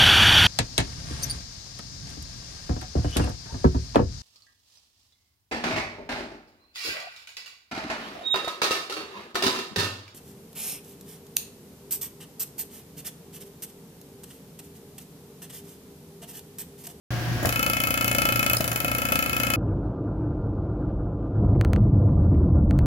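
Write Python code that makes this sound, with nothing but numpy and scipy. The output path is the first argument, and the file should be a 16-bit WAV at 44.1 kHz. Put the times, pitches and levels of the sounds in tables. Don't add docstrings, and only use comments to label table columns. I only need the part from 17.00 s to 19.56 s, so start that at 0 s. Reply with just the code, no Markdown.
import sys
import numpy as np
from scipy import signal
from scipy.fft import rfft, irfft
from scipy.io import wavfile

SR = 44100
rng = np.random.default_rng(int(sys.argv[2]) if len(sys.argv) > 2 else 0)


def materialize(psi):
    bounded = np.clip(np.atleast_2d(psi).T, -1, 1)
    quanta = np.round(bounded * 32767).astype(np.int16)
    wavfile.write(sys.argv[1], SR, quanta)


N = 112896
TIME = np.arange(N) / SR
RIGHT_LAG_S = 0.00028

# time in seconds, then the relative
# levels of crack, chisel ring and slab knock in dB.
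BITE = [(0.456, 3.2, -9, -4), (0.559, -2, -0.3, -4), (0.663, 0.5, 0.1, 0), (0.733, 0, 1, -3.1),
        (1.044, -0.4, -0.3, 0.3), (1.218, 2.5, 2.5, 2), (1.323, 0.3, 0.2, 1.7), (1.533, 2.5, 1.5, -1.9),
        (1.568, 0.5, -40, -12), (1.607, -0.2, -5.5, -1.5), (1.642, -2, -6, -3), (1.716, 1.5, -4.5, -3.8),
        (1.801, -1.4, -6.5, -7), (1.846, -2, -3.7, 0), (1.951, -3, -4, -1.5), (2.054, -1.7, -3.5, 1.5),
        (2.088, -5.6, -4, -3), (2.122, 2, 0.5, 2.5), (2.295, -4, -3.5, -3.5), (2.4, -0.6, -1, -0.3),
        (2.469, -2.5, -1.4, -0.7), (2.536, 1.5, 1, 3)]


def from_db(db):
    return 10 ** (np.asarray(db) / 20)


def rms_one(x):
    return x / np.sqrt(np.mean(x ** 2) + 1e-20)


def curve(rows, s):
    knots, *columns = np.transpose(rows)
    return [np.interp(s, knots, column) for column in columns]


def pan(db):
    return from_db(np.array([[.5], [-.5]]) * db)


def delay(x, s):
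    return np.interp(TIME - s, TIME, x, left=0)


def drift(rate):
    return rms_one(np.interp(TIME * rate, np.arange(N), rng.standard_normal(N)))


def noise(spectrum):
    # frequency in Hz, correlation of left and right.
    likeness = [(40, 0.27), (100, 0.38), (250, 0.91), (600, 0.63), (1500, 0.1), (4000, 0.035),
                (12000, 0.067)]
    log_hz = np.log(np.maximum(np.arange(N // 2 + 1) * SR / N, 1))

    def over_log_hz(rows):
        hz, value = np.transpose(rows)
        return np.interp(log_hz, np.log(hz), value)

    colour = from_db(over_log_hz(spectrum))
    alike = over_log_hz(likeness)
    mid, side = rfft(rng.standard_normal((2, N)))
    both_sides = np.sqrt(1 + alike) * mid + np.sqrt(1 - alike) * side * [[1], [-1]]
    return rms_one(irfft(colour * both_sides, N))


def clicks(s, db):
    return np.bincount(np.round(s * SR).astype(int), from_db(db), N)[:N] + 1e-18


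def soften(x, s):
    r = np.exp(-1 / (s * SR))
    return signal.lfilter([1 - r], [1, -r], x)


def bursts(s, db, rise_s, t60):
    decays = signal.lfilter([1], [1, -from_db(-60 / (t60 * SR))], clicks(s, db))
    return soften(decays, rise_s)


def ring(x, hz, t60):
    r, w = from_db(-60 / (t60 * SR)), 2 * np.pi * hz / SR
    return signal.lfilter([0, np.sin(w)], [1, -2 * r * np.cos(w), r * r], x)


def struck(modes, s, db):
    mode_spread_db = 1.5
    contact_detune = .0033
    hz, level_db, t60, side_db = np.transpose(modes)
    age = np.arange(SR // 5) / SR
    polarity = (-1) ** np.arange(len(hz))[:, None]
    decay = from_db(-60 * age / t60[:, None]) * polarity
    out = np.zeros((2, N + len(age)))
    for start, force_db in zip(np.round(s * SR).astype(int), db):
        strength, tuning = rng.standard_normal((2, len(hz)))
        rings = decay * np.sin(2 * np.pi * np.outer(hz * (1 + contact_detune * tuning), age))
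        gains = pan(side_db) * from_db(force_db + level_db + mode_spread_db * strength)
        out[:, start:start + len(age)] += gains @ rings
    left, right = out[:, :N]
    return rms_one(np.array([left, delay(right, RIGHT_LAG_S)]))


def direct(x):
    share = 0.46
    right = share * delay(x[0], RIGHT_LAG_S) + np.sqrt(1 - share ** 2) * x[1]
    return np.array([x[0], right])


def blow_times():
    # first blow in seconds, nominal rate in blows per second.
    runs = [(.4561, 29.2), (.5933, 28.5), (.6985, 28.9), (1.1137, 28.6), (1.568, 25.6), (1.6071, 28.3),
            (1.6778, 26.2), (1.7159, 23.0), (1.8462, 29.1), (2.19, 28.5), (2.3657, 29.3)]
    last_run_ends_s = 2.5705
    ends = [s for s, _ in runs[1:]] + [last_run_ends_s]
    stretches = []
    for (start, rate), end in zip(runs, ends):
        count = round((end - start) * rate)
        stretches.append(np.linspace(start, end, count, endpoint=False))
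    return np.concatenate(stretches)


def compressor():
    starts_s, side_db = .105, 1
    hum_hz, rumble_db = 118.3, -33
    # time in seconds, level in dB.
    hum_level = [(.105, -24), (.16, -25.5), (.21, -31.5), (.3, -25), (.35, -24), (.38, -33), (.48, -27.5),
                 (.6, -37.5), (1.0, -36), (1.2, -32.5), (1.27, -43), (1.36, -30), (1.44, -42.5),
                 (1.55, -27), (1.66, -39), (1.72, -30), (1.82, -43.5), (1.93, -30.5), (2.05, -50),
                 (2.54, -34.5)]
    # frequency in Hz, level in dB.
    whines = [(59, -73), (721, -47), (1632, -48)]
    # frequency in Hz, relative density in dB per Hz.
    rumble = [(25, -13), (45, -8), (62, 3), (100, -1.5), (160, -0.5), (200, -8), (330, -6.5), (430, -17.5),
              (520, -10.5), (950, -17), (1700, -13), (2200, -17.5), (2900, -19), (3800, -23), (5500, -23),
              (8500, -35), (12000, -30), (16000, -33)]
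    # time in seconds, gain in dB.
    drone_level = [(.1, 2), (.45, 3), (.65, -5), (2.56, -2.5)]
    (hum_db,), (level_db,) = curve(hum_level, TIME), curve(drone_level, TIME)

    def tone(hz, db):
        level = np.sqrt(2) * from_db(db + 0.95 * drift(20))
        return level * np.sin(2 * np.pi * hz * TIME + 0.18 * drift(12))

    rest = sum(tone(hz, db) for hz, db in whines) + from_db(rumble_db) * noise(rumble)
    onset = soften(TIME > starts_s, 0.00043)
    return onset * pan(side_db) * (tone(hum_hz, hum_db - 1.5) + from_db(level_db) * rest)


def workshop(x):
    t60_s, tail_delay_s, tail_db = 0.14, 0.0086, -9
    # left delay in seconds, level in dB, right delay in seconds.
    echoes = [(.0072, -52, 0.0097), (0.014, -16, .0121), (0.0147, -18.5, .0171)]
    # frequency in Hz, relative density in dB per Hz.
    tail_colour = [(100, -2.9), (1000, 0.41), (8000, -2.5), (16000, -0.35)]
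    early = sum(from_db(db) * np.array([delay(x[0], left_s), delay(x[1], right_s)])
                for left_s, db, right_s in echoes)
    tail = noise(tail_colour) * from_db(-60 * TIME / t60_s) * (TIME > tail_delay_s)
    unit_energy_tail = rms_one(tail) / np.sqrt(N)
    return early + from_db(tail_db) * signal.fftconvolve(x, unit_energy_tail, axes=1)[:, :N]


def air():
    valve_opens_s, hiss_db, hiss_pan_db = .429, -39.5, -2.5
    exhaust_delay_s, exhaust_db, exhaust_spread_db = 0.0126, -41, 6.5
    # time in seconds, then
    # the burst levels, before smoothing, of thump, clatter and spurt of air in dB.
    lurch_rows = [(0.428, -25, -25, -27.5), (0.4481, -18, -15, -41), (.468, -21.5, -31, -39),
                  (1.603, -27, -25.5, -34), (1.715, -21.5, -27.5, -39), (1.845, -27, -22, -31.5)]
    # frequency in Hz, relative density in dB per Hz.
    thump = [(30, 12), (70, 19), (300, 21), (600, -17), (2000, -25)]
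    clatter = [(150, 4), (300, -12), (420, -9.5), (650, 19), (900, -10), (1100, 2), (1800, 2), (3000, -30),
               (10000, -32)]
    hiss = [(300, 14), (420, 12), (600, 20), (1000, 10), (1800, 12.5), (3000, 1.5), (4200, -22),
            (7000, 11.5), (8300, -8), (11000, 10.5), (15500, 6.5)]
    s, *levels = np.transpose(lurch_rows)
    lurches = sum(bursts(s, db, rise_s=0.0012, t60=0.052) * noise(colour)
                  for db, colour in zip(levels, (thump, clatter, hiss)))
    vents = blow_times() + exhaust_delay_s
    vent_db = curve(BITE, vents)[0] + exhaust_spread_db * rng.uniform(-1.1, 1, len(vents))
    swell = rms_one(bursts(vents, vent_db, rise_s=0.0015, t60=0.029))
    steady = (TIME > valve_opens_s) * from_db(hiss_db)
    hiss_level = np.hypot(steady, from_db(exhaust_db) * swell)
    return lurches + hiss_level * noise(hiss) * pan(hiss_pan_db)


def glance():
    # frequency in Hz, relative level in dB, 60 dB decay time in seconds, left-right in dB.
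    tink = [(4260, -5, 0.017, -6), (5020, -4.5, 0.029, 17), (5150, 2, 0.02, 1), (9270, 3, 0.023, 7),
            (9730, 2, 0.013, -4)]
    return from_db(-47) * struck(tink, np.array([1.5685]), [0])


def hammer():
    puff_db, crack_db, grit_db, slab_db, chisel_db = -37, -33.5, -35.5, -37.5, -28
    puff_pan_db, crack_pan_db, grit_pan_db = 0.5, 3.5, 0.5
    blow_spread_db, crack_spread_db, grit_rough_db = .5, 3.5, 2
    puff_lead_s = .0048
    # frequency in Hz, relative level in dB,
    # 60 dB decay time in seconds, left-right difference in dB.
    chisel_modes = [(1339, 1, 0.11, 4.5), (1735, -12, 0.044, 14.5), (1785, -13, 0.034, 9.5),
                    (2172, -1.5, 0.061, 8.5), (2539, 0.5, 0.086, 6.5), (2625, 0.5, 0.029, -0.5),
                    (3011, -5, 0.078, 6), (3405, -17.5, 0.12, -9.5), (4370, -24, 0.12, 13),
                    (5053, -11, 0.028, 8.5), (7160, -14, 0.01, 22), (10800, -11, 0.012, 3),
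                    (11650, -8.5, 0.019, 5), (14000, -9, .015, 10)]
    slab_modes = [(81, -14.5, 0.13, 33), (173.8, -6, 0.12, -1), (203, -8.5, 0.029, 17),
                  (310.7, -9.5, 0.13, -6), (493, -0.5, 0.076, 7), (551.3, 3, 0.074, 6.5),
                  (671, -1, 0.061, 1.5), (832, -5.5, 0.087, 7)]
    # frequency in Hz,
    # relative density in dB per Hz.
    crack_colour = [(500, -8.5), (2500, -7), (3800, -7), (7000, -10.5), (8400, -12), (10500, 2),
                    (12500, 2.5), (14000, 4.5), (15500, -1.5)]
    grit_colour = [(300, 8.5), (410, -7), (540, 13), (750, 0), (1000, 0.5), (1800, 2), (3000, -2),
                   (4000, 2), (7000, 2.5), (8400, -3), (11000, 4.5), (15500, -13.5)]

    s = blow_times()
    bite_db, ring_db, knock_db = curve(BITE, s) + blow_spread_db * rng.standard_normal(len(s))

    pulses = soften(clicks(s - puff_lead_s, knock_db), .0009)
    puff = rms_one(ring(pulses, hz=260, t60=.045))

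    tip_db = bite_db + crack_spread_db * rng.uniform(-1.3, 1, len(s))
    crack = rms_one(direct(bursts(s, tip_db, rise_s=0.00005, t60=0.008) * noise(crack_colour)))

    roughness = from_db(grit_rough_db * drift(1500))
    grit = rms_one(bursts(s, bite_db, rise_s=0.00097, t60=0.029) * noise(grit_colour) * roughness)

    return (from_db(puff_db) * pan(puff_pan_db) * puff
            + from_db(crack_db) * pan(crack_pan_db) * crack
            + from_db(grit_db) * pan(grit_pan_db) * grit
            + from_db(slab_db) * struck(slab_modes, s, knock_db)
            + from_db(chisel_db) * struck(chisel_modes, s, ring_db))


def scene():
    tool = hammer() + glance() + air()
    return tool + workshop(tool) + compressor()


def record(dry):
    bass_cut = signal.butter(2, 38, "high", fs=SR, output="sos")
    top_cut = signal.ellip(8, .3, 70, 15900, fs=SR, output="sos")
    return signal.sosfilt(top_cut, signal.sosfilt(bass_cut, dry))


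dry = scene()
out = record(dry)
materialize(out)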